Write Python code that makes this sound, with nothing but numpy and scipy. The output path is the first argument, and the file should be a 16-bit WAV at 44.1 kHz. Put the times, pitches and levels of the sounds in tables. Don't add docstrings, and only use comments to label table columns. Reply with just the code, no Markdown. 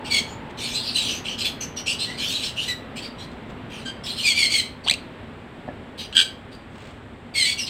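import sys
import numpy as np
from scipy import signal
from scipy.fft import rfft, irfft, next_fast_len
from scipy.io import wavfile
from scipy.ndimage import uniform_filter1d, map_coordinates

SR = 44100
rng = np.random.default_rng(int(sys.argv[2]) if len(sys.argv) > 2 else 0)


def generate_wav(sig):
    pcm = np.round(np.clip(np.atleast_2d(sig).T, -1, 1) * 32767).astype(np.int16)
    wavfile.write(sys.argv[1], SR, pcm)


N = 339129
TIME = np.arange(N) / SR
TOP_HZ = 15850

# frequency in Hz, relative level in dB per Hz.
RASP_COLOUR = [(1000, -50.5), (1700, -17), (2050, -24), (2330, -5.5), (2720, -3), (2960, 0), (3800, -6),
               (4090, -3), (5110, -10), (5660, -12), (6680, -17), (8420, -13), (9940, -27.5),
               (13400, -29.5), (15500, -35)]


def amp(db):
    return 10 ** (np.asarray(db) / 20)


def unit(x):
    return x / np.sqrt(np.mean(x ** 2) + 1e-20)


def along(points, hz):
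    f, v = np.transpose(points)
    return np.interp(np.log(hz + 1), np.log(f), v)


def wobble(rate, n):
    knots = rng.standard_normal(int(n * rate / SR) + 4)
    return map_coordinates(knots, [np.arange(n) * rate / SR])


def filtered(x, response):
    m = next_fast_len(len(x) + 8192)
    spectrum = rfft(x, m) * response(np.fft.rfftfreq(m, 1 / SR))
    return irfft(spectrum, m)[:len(x)]


def noise(colour):
    return unit(filtered(rng.standard_normal(N), lambda hz: amp(along(colour, hz))))


def fuzzy_tone(centre_hz, width_hz):
    return unit(filtered(rng.standard_normal(N), lambda hz: 1 / (1 + ((hz - centre_hz) / width_hz * 2) ** 2)))


def swell(centre, length):
    at = np.flatnonzero(abs(TIME - centre) < length / 2)
    u = (TIME[at] - centre) / length
    return at, np.cos(np.pi * u) ** 2


def background(air_db=0.58, hum_db=-1.1):
    # time in seconds, room noise level in dB before air_db is added.
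    air_levels = [(0.0, -37), (2.74, -39.5), (2.96, -38), (7.69, -43)]
    # frequency in Hz, relative level in dB per Hz.
    air_colour = [(12, -59), (20, -17), (54, -7.5), (116, -2.5), (207, -4.5), (238, 3), (306, -7),
                  (382, -6), (705, -11), (857, -12), (1380, -15.5), (1980, -17), (3540, -24), (6360, -48.5),
                  (15500, -56)]
    # centre in Hz, width in Hz, level in dB before hum_db is added.
    hum_bands = [(94.4, 72, -48.5), (239, 98, -52.5), (7900, 1800, -71)]
    # centre in seconds, length in seconds, frequency in Hz, level in dB at its centre.
    whine = (-1, 5.5, 886, -41)
    s, db = np.transpose(air_levels)
    level_db = np.interp(TIME, s, db) + air_db + 0.51 * wobble(5.28, N)
    out = amp(level_db) * noise(air_colour)
    for hz, width, level in hum_bands:
        out += amp(level + hum_db) * fuzzy_tone(hz, width)
    centre, length, hz, level = whine
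    at, bump = swell(centre, length)
    out[at] += amp(level) * bump * fuzzy_tone(hz, width_hz=100)[at]
    return out


def syrinx(pitch, half_db, fading_db=0, fundamental_db=0, count=14):
    # frequency in Hz, gain in dB.
    throat = [(750, 12.5), (1200, 1), (1600, -6), (2200, -5.5), (3200, 0), (4550, -3), (4900, -11.5),
              (5400, -14), (6400, -20.5), (7200, -22), (8100, -9.5), (9200, -25.5), (10500, -38.5),
              (15000, -39)]
    k = np.arange(2, count + 1)[:, None] / 2
    line_hz = k * pitch
    phase = 2 * np.pi * (k * np.cumsum(pitch) / SR + rng.random(k.shape))
    fading = fading_db * np.array([wobble(119.2, len(pitch)) for _ in k])
    level_db = along(throat, line_hz) + half_db * (k % 1 > 0) + fundamental_db * (k == 1) + fading
    gain = amp(level_db) * (line_hz < TOP_HZ)
    return unit(np.sum(gain * np.sin(phase), axis=0))


def note(glide, half_db, fundamental_db, rough, throb_hz=75, throb_db=3.5, bend=0.02, waver=0.0208, jitter=0.027):
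    n = len(glide)
    uneven_hz = throb_hz * np.exp(.5 * wobble(89.6, n))
    beat = 2 * np.pi * np.cumsum(uneven_hz) / SR
    unsteady = bend * np.sin(beat) + waver * wobble(109.3, n) + jitter * wobble(1100, n)
    tone = syrinx(glide * (1 + rough * unsteady), half_db, fading_db=3.0, fundamental_db=fundamental_db)
    return unit(tone * amp(rough * throb_db * np.cos(beat)))


def rasp(patchy_db=4.5, flutter_db=1.5):
    z = signal.stft(noise(RASP_COLOUR), nperseg=512)[2]
    field = rng.standard_normal(z.shape)
    field = uniform_filter1d(field, size=6, axis=0)
    field = uniform_filter1d(field, size=9, axis=1)
    hoarse = signal.istft(z * amp(patchy_db * unit(field)), nperseg=512)[1][:N]
    return hoarse * amp(flutter_db * wobble(420, N))


def push_of_air(start, length, rise, steepness=0.92):
    at = np.flatnonzero((TIME > start) & (TIME < start + length))
    u = (TIME[at] - start) / length
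    angle = np.interp(u, [0, rise, 1], [0, np.pi / 2, 0])
    return at, u, np.sin(angle) ** steepness


def call(glide, hoarse, share, half_db, fundamental_db, rough, treble_db, beak_hz=6100, gather_db=2.0):
    chaos = unit(filtered(hoarse, lambda hz: amp(gather_db * np.cos(2 * np.pi * hz / glide.mean()))))
    share = np.clip(share, 0, 1)
    tone = note(glide, half_db, fundamental_db, rough)
    voice = np.sqrt(share) * tone + np.sqrt(1 - share) * chaos
    return filtered(voice, lambda hz: amp(treble_db * (1 - 1 / (1 + (hz / beak_hz) ** 10))))


def begging(half_db=-22, fundamental_db=3, treble_db=-0.5, hoarse_rough=0.95, pure_rough=0.49):
    # start in seconds, length in seconds, level in dB before the mix,
    # pitch in Hz halfway through, glide in octaves, share of tone from 0 to 1.
    begs = [ (0.043, 0.063, -33, 2720, -.13, 0.32), (0.275, 0.092, -46.5, 6980, .05, .7),
            (0.569, 0.23, -29, 3500, -0.13, 0.16), (0.736, 0.095, -26, 4150, .14, 0.76),
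            (0.801, 0.2, -29.5, 4690, -0.091, 0.43), (0.943, 0.1, -20, 3936, -.12, .75),
            (1.009, 0.14, -27.5, 3100, 0.13, 0.02), (1.081, 0.13, -31, 6060, .08, 0.38),
            (1.238, 0.13, -28.5, 2950, 0.4, 0.2), (1.376, 0.1, -26.5, 4130, 0, 0.32),
            (1.439, 0.072, -23.5, 3450, -0.045, 0.5), (1.604, 0.06, -28.5, 6180, 0, 0.71),
            (1.76, 0.067, -31, 5800, -0.019, 0.63), (1.857, .11, -23.5, 2824, 0.25, 0.15),
            (1.985, 0.092, -25, 4120, 0.17, 0.4), (2.053, 0.14, -36, 2015, 0.18, 0.68),
            (2.172, 0.17, -26.5, 3135, 0.13, 0.28), (2.265, 0.19, -27, 3830, .25, 0.22),
            (2.42, 0.098, -27.5, 3970, -0.13, 0.25), (2.557, 0.16, -28, 3080, -.04, 0.07),
            (2.674, 0.069, -25, 1985, -0.072, 0.9), (2.955, 0.065, -33, 2574, .04, 0.2),
            (3.017, .075, -34.5, 4660, .07, 0.56), (3.178, 0.096, -40, 4100, 0.098, .5),
            (3.694, .17, -40, 3060, -0.18, 0.23), (3.85, 0.071, -31, 1584, 0.0054, 0.83),
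            (4.035, 0.043, -35, 5240, -0.068, 0.47), (4.052, 0.12, -30, 4060, 0.16, 0.26),
            (4.16, 0.13, -27, 4190, 0.1, 0.4), (4.837, .04, -37.5, 4460, -0.032, .65),
            (5.974, 0.099, -33.5, 3180, 0.008, 0.03), (6.512, 0.067, -49, 4770, -0.084, 0.5),
            (7.567, 0.094, -32, 2790, 0.049, .85), (7.577, 0.086, -27, 5430, -0.26, 0.83),
            (7.66, 0.04, -30, 4120, -.04, 0.27)]
    out, hoarse = np.zeros(N), rasp()
    for start, length, db, hz, octaves, share in begs:
        at, u, push = push_of_air(start, length, rise=0.3)
        glide = hz * 2 ** (octaves * (u - .5))
        rough = np.interp(share, [0, 1], [hoarse_rough, pure_rough])
        out[at] += amp(db) * push * call(glide, hoarse[at], share, half_db, fundamental_db, rough, treble_db)
    return out


def room(x, delay=.004):
    # frequency in Hz, time in seconds to die away by 60 dB.
    fade_times = [(300, 0.33), (3000, 0.32), (8000, 0.24), (15000, 0.35)]
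    hz, t, z = signal.stft(rng.standard_normal(SR // 2), SR, nperseg=256)
    fade = amp(-60 * t / along(fade_times, hz)[:, None])
    tail = signal.istft(z * fade, SR, nperseg=256)[1]
    echo = np.pad(tail / np.linalg.norm(tail), (round(delay * SR), 0))
    return signal.fftconvolve(x, echo)[:N]


def squawks(fundamental_db=-0.5, treble_db=2.5, mid_half_db=-7.5, doubling_grows_db=12):
    # start in seconds, length in seconds, level in dB before the mix,
    # pitch in Hz halfway through, glide in octaves.
    squawk_list = [(0.097, 0.12, -18, 2207, -.1), (4.233, 0.11, -16, 2292, -.19),
                   (4.346, 0.15, -16.5, 2206, -.19), (4.493, .135, -18, 2192, -.17),
                   (6.146, 0.0963, -17.5, 1580, -.06), (7.338, 0.15, -18.5, 2082, -.24),
                   (7.441, 0.11, -21, 2255, -.02)]
    out, hoarse = np.zeros(N), rasp()
    for start, length, db, hz, octaves in squawk_list:
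        at, u, push = push_of_air(start, length, rise=0.38)
        glide = hz * 2 ** (octaves * (u - .5))
        half_db = mid_half_db + doubling_grows_db * (u - .5)
        voice = call(glide, hoarse[at], 0.89, half_db, fundamental_db, rough=0.8, treble_db=treble_db)
        out[at] += amp(db) * push * voice
    return out


def wings(grain_db=3.5):
    # centre in seconds, length in seconds, level in dB at the centre.
    rustles = [(0.505, 0.026, -45), (3.324, 0.074, -51), (3.507, 0.05, -47), (6.843, 0.36, -46.5)]
    colour = [(500, 2.0), (3500, -1), (6000, -16.5), (8000, -10), (10500, -35), (15000, -28)]  # Hz, dB
    feathers = unit(noise(colour) * amp(grain_db * wobble(300, N)))
    out = np.zeros(N)
    for centre, length, db in rustles:
        at, bump = swell(centre, length)
        out[at] += amp(db) * bump * feathers[at]
    return out


def stutter(cry, break_s, slow_gap_s, settled_db, scrape_db=-19, thin_db=-12, jitter=0.02):
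    # frequency in Hz, gain in dB.
    beak = [(800, 1), (1300, -8), (2400, -3.5), (3300, 5.5), (4200, -5.5), (4900, -8.5), (6400, -2.5),
            (8300, -3.5), (11000, 0.5)]
    quick_gap_s, rise_s, decay_s = 0.0068, 0.0018, 0.0015
    scoop_oct, scoop_s = 0.54, 0.0037
    tail_db, tail_s = -13.5, 0.014
    s, pitch_hz, level_db = np.transpose(cry)
    quick = np.arange(break_s - quick_gap_s, s[0], -quick_gap_s)
    slow = np.arange(break_s, s[-1], slow_gap_s)
    out, scrape = np.zeros(N), amp(scrape_db) * noise(RASP_COLOUR)
    t = np.arange(SR // 50) / SR
    shape = (1 - np.exp(-(t / rise_s) ** 2)) * np.exp(-t / decay_s)
    whistle = amp(tail_db) * np.sin(np.pi * np.minimum(t / tail_s, 1)) ** 2
    shape = shape / shape.max() + whistle
    strain = np.exp(-t / scoop_s)
    fundamental_db = thin_db * strain + settled_db * (1 - strain)
    for start in np.r_[quick, slow]:
        at = round(start * SR) + np.arange(len(t))
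        pitch = np.interp(start, s, pitch_hz) * 2 ** (-scoop_oct * strain)
        pitch = pitch * (1 + jitter * wobble(1190, len(t)))
        tone = syrinx(pitch, half_db=-45, fundamental_db=fundamental_db)
        out[at] += amp(np.interp(start, s, level_db)) * shape * (tone + scrape[at])
    return filtered(out, lambda hz: amp(along(beak, hz)))


def take_off_cry():
    # time in seconds, settled pitch in Hz, level in dB before the beak's colour.
    cry = [(4.86, 770, -27.5), (4.883, 1770, -13), (4.897, 2456, -6.5), (4.912, 2720, -5),
           (4.925, 3020, -20), (4.945, 2680, -8)]
    return stutter(cry, break_s=4.883, slow_gap_s=0.0136, settled_db=2)


def thuds(attack=0.00051):
    # time in seconds, level in dB.
    blows = [(4.912, -33), (5.679, -34.5), (5.687, -26.5)]
    # frequency in Hz, typical level in dB, time in seconds to fade by 60 dB.
    modes = [(210, 3, 0.072), (585, 1, 0.064), (684, 6.5, 0.036), (1710, -6.5, 0.063)]
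    out = np.zeros(N)
    t = np.arange(SR // 4) / SR
    for s, db in blows:
        ring = np.zeros(len(t))
        for hz, level, t60 in modes:
            varied_db = level + rng.normal(0, 1)
            ring += amp(varied_db - 60 * t / t60) * np.sin(2 * np.pi * hz * t)
        out[round(s * SR):][:len(t)] += amp(db) * ring * (1 - np.exp(-t / attack))
    return out


def protest_cry():
    # time in seconds, settled pitch in Hz, level in dB before the beak's colour.
    cry = [(6.122, 1720, -28), (6.147, 1730, -37), (6.159, 1900, -22), (6.166, 1950, -8.5),
           (6.211, 1867, -12), (6.225, 1900, -25)]
    return stutter(cry, break_s=6.1667, slow_gap_s=0.0112, settled_db=5)


def scene(call_db=-0.13, call_room_db=-6.0, near_room_db=-14):
    voice = amp(call_db) * (begging() + squawks())
    near = wings() + take_off_cry() + thuds() + protest_cry()
    echo = room(amp(call_room_db) * voice + amp(near_room_db) * near)
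    return (voice + near + echo + background())[None]


def record(dry):
    return filtered(dry[0], lambda hz: hz < TOP_HZ)[None]


dry = scene()
out = record(dry)
generate_wav(out)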